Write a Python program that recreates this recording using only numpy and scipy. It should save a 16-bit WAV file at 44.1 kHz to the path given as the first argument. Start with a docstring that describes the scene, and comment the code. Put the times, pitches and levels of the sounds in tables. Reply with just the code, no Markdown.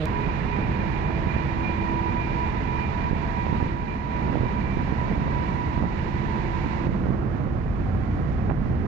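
"""A car drives out of a motorway tunnel, heard from inside with the air beating at the right-hand side.
First comes a split second of lower engine drone: rough harmonics over air noise, ended by a click.
Then shaped noise makes the tunnel's tyre roar, and wavering tones make its thin whines and the engine hum.
Wind noise buffets throughout, and pressure pulses slap the microphone.
Past the portal the roar and whines fall away; the wind carries on, the road turns rougher, an eddy cracks."""
import sys
import numpy as np
from scipy.fft import rfft, irfft, next_fast_len
from scipy.io import wavfile
from scipy.ndimage import uniform_filter1d, minimum_filter1d, map_coordinates

SR = 44100
rng = np.random.default_rng(int(sys.argv[2]) if len(sys.argv) > 2 else 0)


def persist_wave(psi):
    """Save psi, clipped to +-1, as 16-bit WAV."""
    counts = np.round(np.clip(psi, -1, 1) * 32767).astype(np.int16)
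    wavfile.write(sys.argv[1], SR, np.atleast_2d(counts).T)


N = 391166  # length [samples]
DRONE_END_S, PORTAL_S = 0.06, 6.84


def amp(db):
    """Decibels to gain."""
    return 10 ** (np.asarray(db) / 20)


def unit(pair):
    """Scale a stereo pair so that its centre has rms 1."""
    return pair / np.sqrt(np.mean(pair.mean(0) ** 2) + 1e-20)


def steadied(pair, size):
    """Even out the slow drift of a layer's level over size samples, leaving its fast flutter."""
    power = uniform_filter1d((pair ** 2).mean(0), size=size)
    return pair / np.sqrt(np.abs(power) + 1e-20)


def along(points, hz):
    """Read (frequency [Hz], value) points on a log frequency axis."""
    f, v = np.transpose(points)
    return np.interp(np.log(hz + 1), np.log(f + 1), v)


def clock():
    """The time of every sample [s]."""
    return np.arange(N) / SR


def curves(rows):
    """One value per sample for each column after the time."""
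    s, *cols = np.transpose(rows)
    return [np.interp(clock(), s, c) for c in cols]


def swell(at_s, half_s):
    """A bell-shaped rise and fall that peaks at 1."""
    return np.exp(-((clock() - at_s) / half_s) ** 2)


def ramp(at_s, length_s):
    """A straight rise from 0 to 1, centred on a moment."""
    return np.clip((clock() - at_s) / length_s + .5, 0, 1)


def wobble(rate):
    """A smooth random curve with rate knots a second."""
    coarse = np.arange(0, N + 32, 32)  # every 32nd sample is enough
    knots = rng.standard_normal(4096)
    curve = map_coordinates(knots, [coarse * rate / SR], mode="wrap")
    return np.interp(np.arange(N), coarse, curve)


def filtered(x, response):
    """Shape x by a response of frequency."""
    size = next_fast_len(N + SR // 4)
    spectrum = rfft(x, size) * response(np.fft.rfftfreq(size, 1 / SR))
    return irfft(spectrum, size)[..., :N]


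def sides(balance_db):
    """Left and right gains for a left-minus-right level difference."""
    left = amp(balance_db)
    return np.array([left, np.ones_like(left)]) / np.sqrt(1 + left ** 2)


# peaks and hollows in the cabin's colour: (centre [Hz], width [Hz], gain [dB])
CABIN_COLOUR = [(750, 26, 1.5), (1177, 57, -2), (1533, 42, -2.5), (1590, 24, 1.5), (1900, 27, 1),
                (2160, 40, -1), (2316, 45, 2)]


def cabin(hz):
    """Bell-shaped peaks and hollows that colour noise in the cabin, in dB."""
    return sum(db * np.exp(-((hz - centre) / width) ** 2) for centre, width, db in CABIN_COLOUR)


# the left side is shaded from the open air: (frequency [Hz], left minus right [dB])
LEFT_SHADE = [(40, -4), (90, -4), (140, -7.5), (220, -2), (330, -9.5), (550, -8), (950, -11.5),
              (1300, -12.5), (2000, -19), (3000, -21), (4000, -27.5), (6000, -30)]
# how alike the two sides are: (frequency [Hz], likeness [0 to 1])
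SIDE_LIKENESS = [(30, 1), (70, 0.77), (250, 0.63), (600, 0.54), (1000, 0.3), (2000, .22), (4000, 0.078)]
LEFT_LAG_S = 0.00041  # sound from the right reaches the left port this much later


def rush(spectrum, shade=1):
    """Stereo noise in the cabin: bass alike on both sides, later on the left and, by shade, weaker there."""
    def mid_side(hz):
        turn = np.arccos(np.clip(along(SIDE_LIKENESS, hz), -1, 1)) / 2
        return amp(along(spectrum, hz) + cabin(hz)) * [np.cos(turn), np.sin(turn)]

    def ports(hz):
        delay = np.exp(-2j * np.pi * hz * np.array([[LEFT_LAG_S], [0]]))
        return sides(shade * along(LEFT_SHADE, hz)) * delay

    mid, side = filtered(rng.standard_normal((2, N)), mid_side)
    return unit(filtered(np.array([mid + side, mid - side]), ports))


def echoed_tone(pitch, fade_rate, steady, spread_rate, spread_db, balance_db, lead):
    """A tone among moving walls: its echoes beat slowly, and Doppler-shifted far ones fray the line.

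    Random complex gains stand for the echoes; lead is the left side's phase offset [rad].
    """
    def scatter(rate):
        return wobble(rate) + 1j * wobble(rate)

    shared = steady + scatter(fade_rate)
    far = np.array([scatter(spread_rate), scatter(spread_rate)])
    paths = shared + amp(spread_db) * far
    phase = 2 * np.pi * np.cumsum(pitch) / SR + np.array([[lead], [0]])
    tone = np.real(paths * np.exp(1j * phase))
    return unit(steadied(tone * sides(balance_db)[:, None], size=19000))


# body rumble on the road: (frequency [Hz], relative level [dB per Hz])
RUMBLE_SPECTRUM = [(10, -23), (22, -9), (32, -3), (42, 0), (62, 0), (85, 0), (110, -12), (200, -24),
                   (400, -50), (2000, -110)]
# boom of coarse asphalt: (frequency [Hz], relative level [dB per Hz])
COARSE_SPECTRUM = [(30, -13), (50, 0), (80, -2), (140, -2), (200, -6), (300, -14), (600, -47), (2000, -110)]
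# even rush of tyres and air: (frequency [Hz], relative level [dB per Hz])
OPEN_SPECTRUM = [(350, -21.5), (680, 2), (770, 6.5), (860, -1.5), (1100, 3), (1400, -2.5), (1900, -2),
                 (2400, -9), (3200, -18), (5000, -26), (7000, -33.5), (9300, -52)]
RUMBLE_DB, ROUGH_ROAD_S, ROUGH_ROAD_DB = -31, 7.57, 2.5  # the rumble lifts on the rougher road outside


def road(open_db=-46.0, change_s=.08, uneven_db=0.5, coarse_db=-32, rumble_shade=.15):
    """The body rumbles on the road and booms on coarser asphalt outside, under a rush of tyres and air."""
    rough = ramp(ROUGH_ROAD_S, change_s)
    rumble_db = RUMBLE_DB + ROUGH_ROAD_DB * rough + uneven_db * wobble(4.2)
    rumble = amp(rumble_db) * unit(steadied(rush(RUMBLE_SPECTRUM, rumble_shade), size=6000))
    boom = amp(coarse_db) * rough * rush(COARSE_SPECTRUM, rumble_shade)
    open_rush = amp(open_db + 0.74 * wobble(8.7)) * rush(OPEN_SPECTRUM)
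    return rumble + boom + open_rush


def opening_drone(pitch_hz=156, air_db=-42, waver=0.018):
    """A lower, rough engine note: four harmonics of one wavering pitch over a little air noise."""
    harmonics_db = [-27, -32, -34, -33]
    turns = np.cumsum(pitch_hz * (1 + waver * wobble(79))) / SR
    note = np.zeros(N)
    for k, db in enumerate(harmonics_db, 1):
        sine = np.sqrt(2) * np.sin(2 * np.pi * (k * turns + rng.random()))
        note += amp(db + 2.6 * wobble(89)) * sine
    air = rush([(60, -11.5), (400, -12.0), (900, -3.0), (1700, -5.0), (4000, -11.5),
                (5200, -29), (7300, -36), (9000, -39), (15000, -52)])
    return note * sides(-5.5)[:, None] + amp(air_db) * air


def tick(tick_db=-15.5, lead_s=0.0035):
    """A thin, bright click just as the opening drone stops: one impulse through a treble colour."""
    impulse = np.zeros(N)
    impulse[round((DRONE_END_S - lead_s) * SR)] = amp(tick_db)
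    colour = [(800, -11), (2500, 10.0), (6000, 1.5), (15000, -8.5)]
    return filtered(impulse, lambda hz: amp(along(colour, hz)))


# engine hum, creeping upward: (time [s], pitch [Hz], level [dB])
HUM_TRACK = [(0.2, 329, -45.5), (0.7, 329, -47), (1.15, 330, -39.5), (1.95, 331, -36), (2.3, 332, -42),
             (2.6, 333, -41), (3.1, 334, -58), (3.55, 335, -42), (4.2, 336, -50.5), (5.4, 337, -48.5),
             (6.0, 338, -41.5), (7.1, 340, -40.5), (7.8, 341, -54.5)]
# engine and tyre partials that swell and sink: (time [s], half-length [s], pitch [Hz], peak level [dB])
PARTIAL_SWELLS = [(0.253, 0.45, 413, -41.5), (1.153, 0.18, 660, -45.5), (2.748, 0.43, 423, -45.5),
                  (3.15, 0.46, 668, -50), (6.402, 0.53, 902, -46.5), (8.0, 0.57, 762, -52.5)]
OCTAVE_DB = -55.5


def engine():
    """The engine's hum with its faint octave, over which single partials swell and sink."""
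    def partial(hz):
        return echoed_tone(hz, fade_rate=9, steady=4, spread_rate=30, spread_db=-1, balance_db=-7, lead=0)

    hum_hz, hum_db = curves(HUM_TRACK)
    out = amp(hum_db) * partial(hum_hz) + amp(OCTAVE_DB) * partial(hum_hz * 2)
    for s, half_s, hz, db in PARTIAL_SWELLS:
        out += amp(db) * swell(s, half_s) * partial(np.full(N, hz))
    return out


# tyre roar colour: (frequency [Hz], relative level [dB per Hz])
ROAR_SPECTRUM = [(400, -26), (700, -1.5), (900, 10), (1030, 7.5), (1180, -6.5), (1500, -1), (1750, 2),
                 (2200, -0.5), (2850, -6), (3150, -13), (3900, -13.5), (5000, -21.5), (7000, -30),
                 (9300, -52)]
# tyre roar thrown back by the tunnel, before the portal fall: (time [s], level [dB])
ROAR_TRACK = [(0.1, -39), (2.9, -40), (4.4, -42), (6.5, -41)]
# tyre tread whine, before the portal fall: (time [s], pitch [Hz], level [dB])
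TREAD_TRACK = [(0.15, 977.5, -40), (0.75, 975.7, -44.5), (1.4, 980, -44.5), (1.7, 971.5, -39),
               (2.15, 973, -36.5), (2.65, 976, -40), (3.3, 968, -40), (4.25, 972.4, -40.5),
               (4.43, 971, -43), (4.9, 973.4, -43.5), (5.7, 976, -38.5), (5.92, 978, -43.5),
               (6.1, 978, -44.5), (6.8, 988, -43.5)]
# thin high whine, sinking and fading, before flares and portal fall: (time [s], pitch [Hz], level [dB])
WHINE_TRACK = [(0.1, 2420, -50.5), (1.8, 2397, -49.5), (2.8, 2392, -49), (3.4, 2384, -52), (4.1, 2378, -54),
               (4.7, 2347, -54), (5.3, 2317, -59), (6.8, 2340, -61.5)]
# the high whine flares as echoes line up: (time [s], half-length [s], rise [dB])
WHINE_FLARES = [(0.214, 0.068, 5), (0.537, 0.034, 8.5), (0.8, .06, 5.5), (1.0, 0.044, 4),
                (1.32, 0.052, 7.5), (1.665, 0.12, 7), (1.88, .06, 4.5), (2.25, .06, 6.5),
                (2.85, 0.075, 5.5), (3.364, 0.04, 4), (3.903, 0.057, 9), (4.693, 0.079, 7),
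                (5.333, .12, 10), (6.351, .08, 8)]
TREBLE_HZ, TREBLE_OPENING_DB = 4500, 4  # rise of the roar's treble from the start to the portal
FRAY_S, FRAY_DB = 0.77, -46.5  # near the portal the tread whine frays into a wider band
ECHO_FALL_DB_PER_S, PORTAL_DROP_DB = 49, 2  # the echo drops at the portal, then dies away


def tunnel(overtone_db=-53):
    """Roar and whines come back from the lining until the portal is passed."""
    t = clock()
    roar_db = curves(ROAR_TRACK)[0] + 0.55 * wobble(18)
    roar = amp(roar_db) * rush(ROAR_SPECTRUM)
    treble = filtered(roar, lambda hz: 1 - 1 / (1 + (hz / TREBLE_HZ) ** 8))
    roar = roar + (amp(TREBLE_OPENING_DB * (t / PORTAL_S - 0.5)) - 1) * treble

    tread_hz, tread_db = curves(TREAD_TRACK)
    whine_hz, whine_db = curves(WHINE_TRACK)
    whine_db = whine_db + sum(db * swell(s, half_s) for s, half_s, db in WHINE_FLARES)
    tread = amp(tread_db) * echoed_tone(
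        tread_hz, fade_rate=20, steady=3.3, spread_rate=75, spread_db=-1, balance_db=-10, lead=2.8)
    overtone = amp(overtone_db) * echoed_tone(
        2 * tread_hz, fade_rate=45, steady=0, spread_rate=110, spread_db=-4, balance_db=-13, lead=3)
    whine = amp(whine_db) * echoed_tone(
        whine_hz, fade_rate=19, steady=1.7, spread_rate=60, spread_db=-3, balance_db=-19, lead=-1.5)
    fray = amp(FRAY_DB) * swell(PORTAL_S, FRAY_S) * echoed_tone(
        tread_hz, fade_rate=140, steady=0, spread_rate=200, spread_db=0, balance_db=-10, lead=0)

    past_s = np.maximum(t - PORTAL_S, 0)
    echo = amp(-PORTAL_DROP_DB * ramp(PORTAL_S, 0.092) - ECHO_FALL_DB_PER_S * past_s)
    # the whines need the walls close by, so they die twice as fast as the roar
    return echo * roar + echo ** 2 * (tread + overtone + whine + fray)


# low beating of the wind: (frequency [Hz], relative level [dB per Hz])
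BUFFET_SPECTRUM = [(40, -40), (75, -7), (105, -3.5), (138, 2.5), (165, -3.5), (200, -0.5), (250, -6.5),
                   (320, -9), (420, -14), (600, -26.5), (1200, -74.5), (5000, -110)]
# brighter tearing of the wind: (frequency [Hz], relative level [dB per Hz])
FLUTTER_SPECTRUM = [(180, -15.5), (330, -6.5), (450, -1.5), (600, -3), (800, -6), (1100, -7), (1600, -13.5),
                    (2500, -32.5), (5000, -71.5), (9000, -90.5)]
# gusts and lulls at the window: (time [s], half-length [s], buffet rise [dB], flutter rise [dB])
WIND_GUSTS = [(0.907, 0.83, 1.5, 2), (2.551, 0.27, -1, -1), (3.28, 0.12, -1, -0.5), (3.552, 0.081, 1.5, 0),
              (4.384, 0.17, 1.5, 2.5), (5.101, 0.25, 1, 1.5), (5.84, 0.044, 5, 3), (6.2, 0.18, 0.5, 0),
              (7.05, 0.21, 2.5, 3), (7.85, 0.23, -1.5, 0), (8.6, 0.12, 2.5, -1)]
BUFFET_START_DB, FLUTTER_DB = -30.5, -42.5  # before gusts and restlessness
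BUFFET_RISE_DB_PER_S = 0.0871


def wind(lump_db=1.0, tear_db=1.0, restless_db=0.74):
    """Turbulence beats at the window; the strongest lumps tear into a brighter flutter."""
    unrest_db = restless_db * wobble(9)
    buffet_db = BUFFET_START_DB + BUFFET_RISE_DB_PER_S * clock() + unrest_db
    flutter_db = FLUTTER_DB + unrest_db
    for s, half_s, buffet_rise_db, flutter_rise_db in WIND_GUSTS:
        gust = swell(s, half_s)
        buffet_db += buffet_rise_db * gust
        flutter_db += flutter_rise_db * gust
    lumps = wobble(70)  # shared, so both layers surge together
    buffet = unit(steadied(amp(lump_db * lumps) * rush(BUFFET_SPECTRUM), size=7000))
    flutter = unit(amp(tear_db * lumps + 2.0 * wobble(300)) * rush(FLUTTER_SPECTRUM))
    return amp(buffet_db) * buffet + amp(flutter_db) * flutter


# hard eddies that slap the microphone: (time [s], slap level [dB], slap centre [Hz], thud level [dB])
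EDDY_SLAPS = [(0.46, -23, 550, -23), (1.272, -24, 500, -9.5), (1.365, -19, 550, -9), (1.697, -19, 550, -30),
              (3.112, -25, 550, -10.5), (3.132, -29, 500, -9), (3.467, -13.5, 600, -23),
              (3.511, -28, 500, -20), (3.528, -22, 800, -8.5), (3.553, -26, 600, -25),
              (3.603, -18, 1000, -15), (3.628, -29, 450, -9.5), (4.299, -21, 600, -16),
              (4.346, -26, 450, -17), (4.356, -10.5, 520, -24), (4.373, -20, 900, -12),
              (4.41, -22, 500, -13.5), (4.418, -22, 1100, -24), (4.433, -22, 450, -15.5),
              (4.458, -18, 700, -24), (4.772, -24, 502, -11), (4.925, -31, 450, -11),
              (5.015, -17, 650, -23), (5.115, -20, 550, -16), (5.18, -25, 507, -12), (5.28, -16, 600, -24),
              (5.778, -19, 700, -10.5), (5.8258, -14.5, 800, -11), (5.837, -15, 620, -17),
              (5.854, -17, 650, -19), (6.663, -20, 1000, -13), (6.87, -25, 550, -14),
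              (6.893, -30, 450, -9.5), (7.058, -21, 500, -21), (7.069, -18, 600, -16),
              (7.089, -22, 500, -12), (7.106, -25, 450, -11.5), (7.146, -27, 500, -17),
              (8.496, -17, 600, -15), (8.501, -19, 750, -26), (8.512, -12, 700, -19), (8.52, -26, 800, -18)]
SWIRL_S = 0.0015  # time scale of the thud


def slaps():
    """Each eddy is a sharp spike of pressure inside a wide, slow swirl, almost wholly on the right."""
    def spike(u):
        return (1 - 2 * u * u) * np.exp(-u * u)

    def swing(u):
        return -3 * u / (1 + u * u) ** 2

    out, t = np.zeros(N), clock()
    for s, slap_db, slap_hz, thud_db in EDDY_SLAPS:
        near = slice(round(s * SR) - SR // 16, round(s * SR) + SR // 16)
        age = t[near] - s
        out[near] += amp(slap_db) * spike(np.pi * slap_hz * age)
        out[near] += amp(thud_db) * swing(age / SWIRL_S)
    return out * sides(-29.0)[:, None]


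# the sharpest eddies crack: (time [s], peak level [dB])
CRACK_HITS = [(8.498, -27), (8.5002, -26), (8.501, -18), (8.52, -24)]
# colour of each crack: (frequency [Hz], relative level [dB per Hz])
CRACK_SPECTRUM = [(300, -14), (850, -2), (1300, -2), (1900, -1), (2400, -6), (2900, -12), (3600, -30),
                  (8000, -69)]


def crack(at_s=8.503, body_db=-35, body_t60=0.079):
    """The sharpest eddies break up in a double crack on the right, around a hollow flap."""
    impulses = np.zeros(N)
    for s, db in CRACK_HITS:
        impulses[round(s * SR)] = amp(db)

    def colour(hz):
        return amp(along(CRACK_SPECTRUM, hz))

    # dividing by the mean response gives each impulse its listed peak
    snap = filtered(impulses, colour) / colour(np.fft.rfftfreq(N, 1 / SR)).mean()
    age = clock() - at_s
    rise = np.clip(1 + age / .007, 0, 1) ** 2
    hollow = rush([(100, -18), (350, 2), (650, -3), (850, 9), (1300, -21), (3000, -45), (8000, -91)], shade=2)
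    flap = rise * amp(-60 * np.abs(age) / body_t60) * hollow
    return snap * sides(-40)[:, None] + amp(body_db) * flap


# the level dips briefly: (time [s], length [s], depth [dB])
LEVEL_DIPS = [(3.11, 0.04, -1.5), (3.72, 0.397, -3), (5.79, 0.16, -2), (8.516, 0.096, -2)]
DIP_EDGE_S = 0.073


def dips():
    """Gain for road, wind, tunnel and engine, with brief dips."""
    return amp(sum(db * (ramp(s, DIP_EDGE_S) - ramp(s + length_s, DIP_EDGE_S))
                   for s, length_s, db in LEVEL_DIPS))


def scene():
    """The opening drone gives way abruptly to the drive through the tunnel; the road runs under both."""
    level = dips()
    drive = level * (wind() + tunnel() + engine()) + slaps() + crack()
    blend = ramp(DRONE_END_S, .004)
    edges = ramp(.002, .004) - ramp(N / SR - .002, .004)  # short fades at both ends
    mix = level * road() + blend * drive + (1 - blend) * opening_drone()
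    return edges * mix + tick() * sides(-8)[:, None]


# microphone hiss: (frequency [Hz], relative level [dB per Hz])
HISS_SPECTRUM = [(5000, -9), (9700, -6.5), (11000, 4), (15500, 3)]
TOP_HZ = 15700  # upper band limit


def record(dry, hiss_db=-83):
    """A limiter ducks the hardest peaks; the microphone adds faint hiss and has a band limit."""
    needed = np.minimum(1, .33 / (np.abs(dry).max(0) + 1e-9))
    gain = uniform_filter1d(minimum_filter1d(needed, size=1400), size=700)
    hiss = unit(filtered(rng.standard_normal((2, N)), lambda hz: amp(along(HISS_SPECTRUM, hz))))
    return filtered(gain * (dry + amp(hiss_db) * hiss), lambda hz: hz < TOP_HZ)


dry = scene()
out = record(dry)
persist_wave(out)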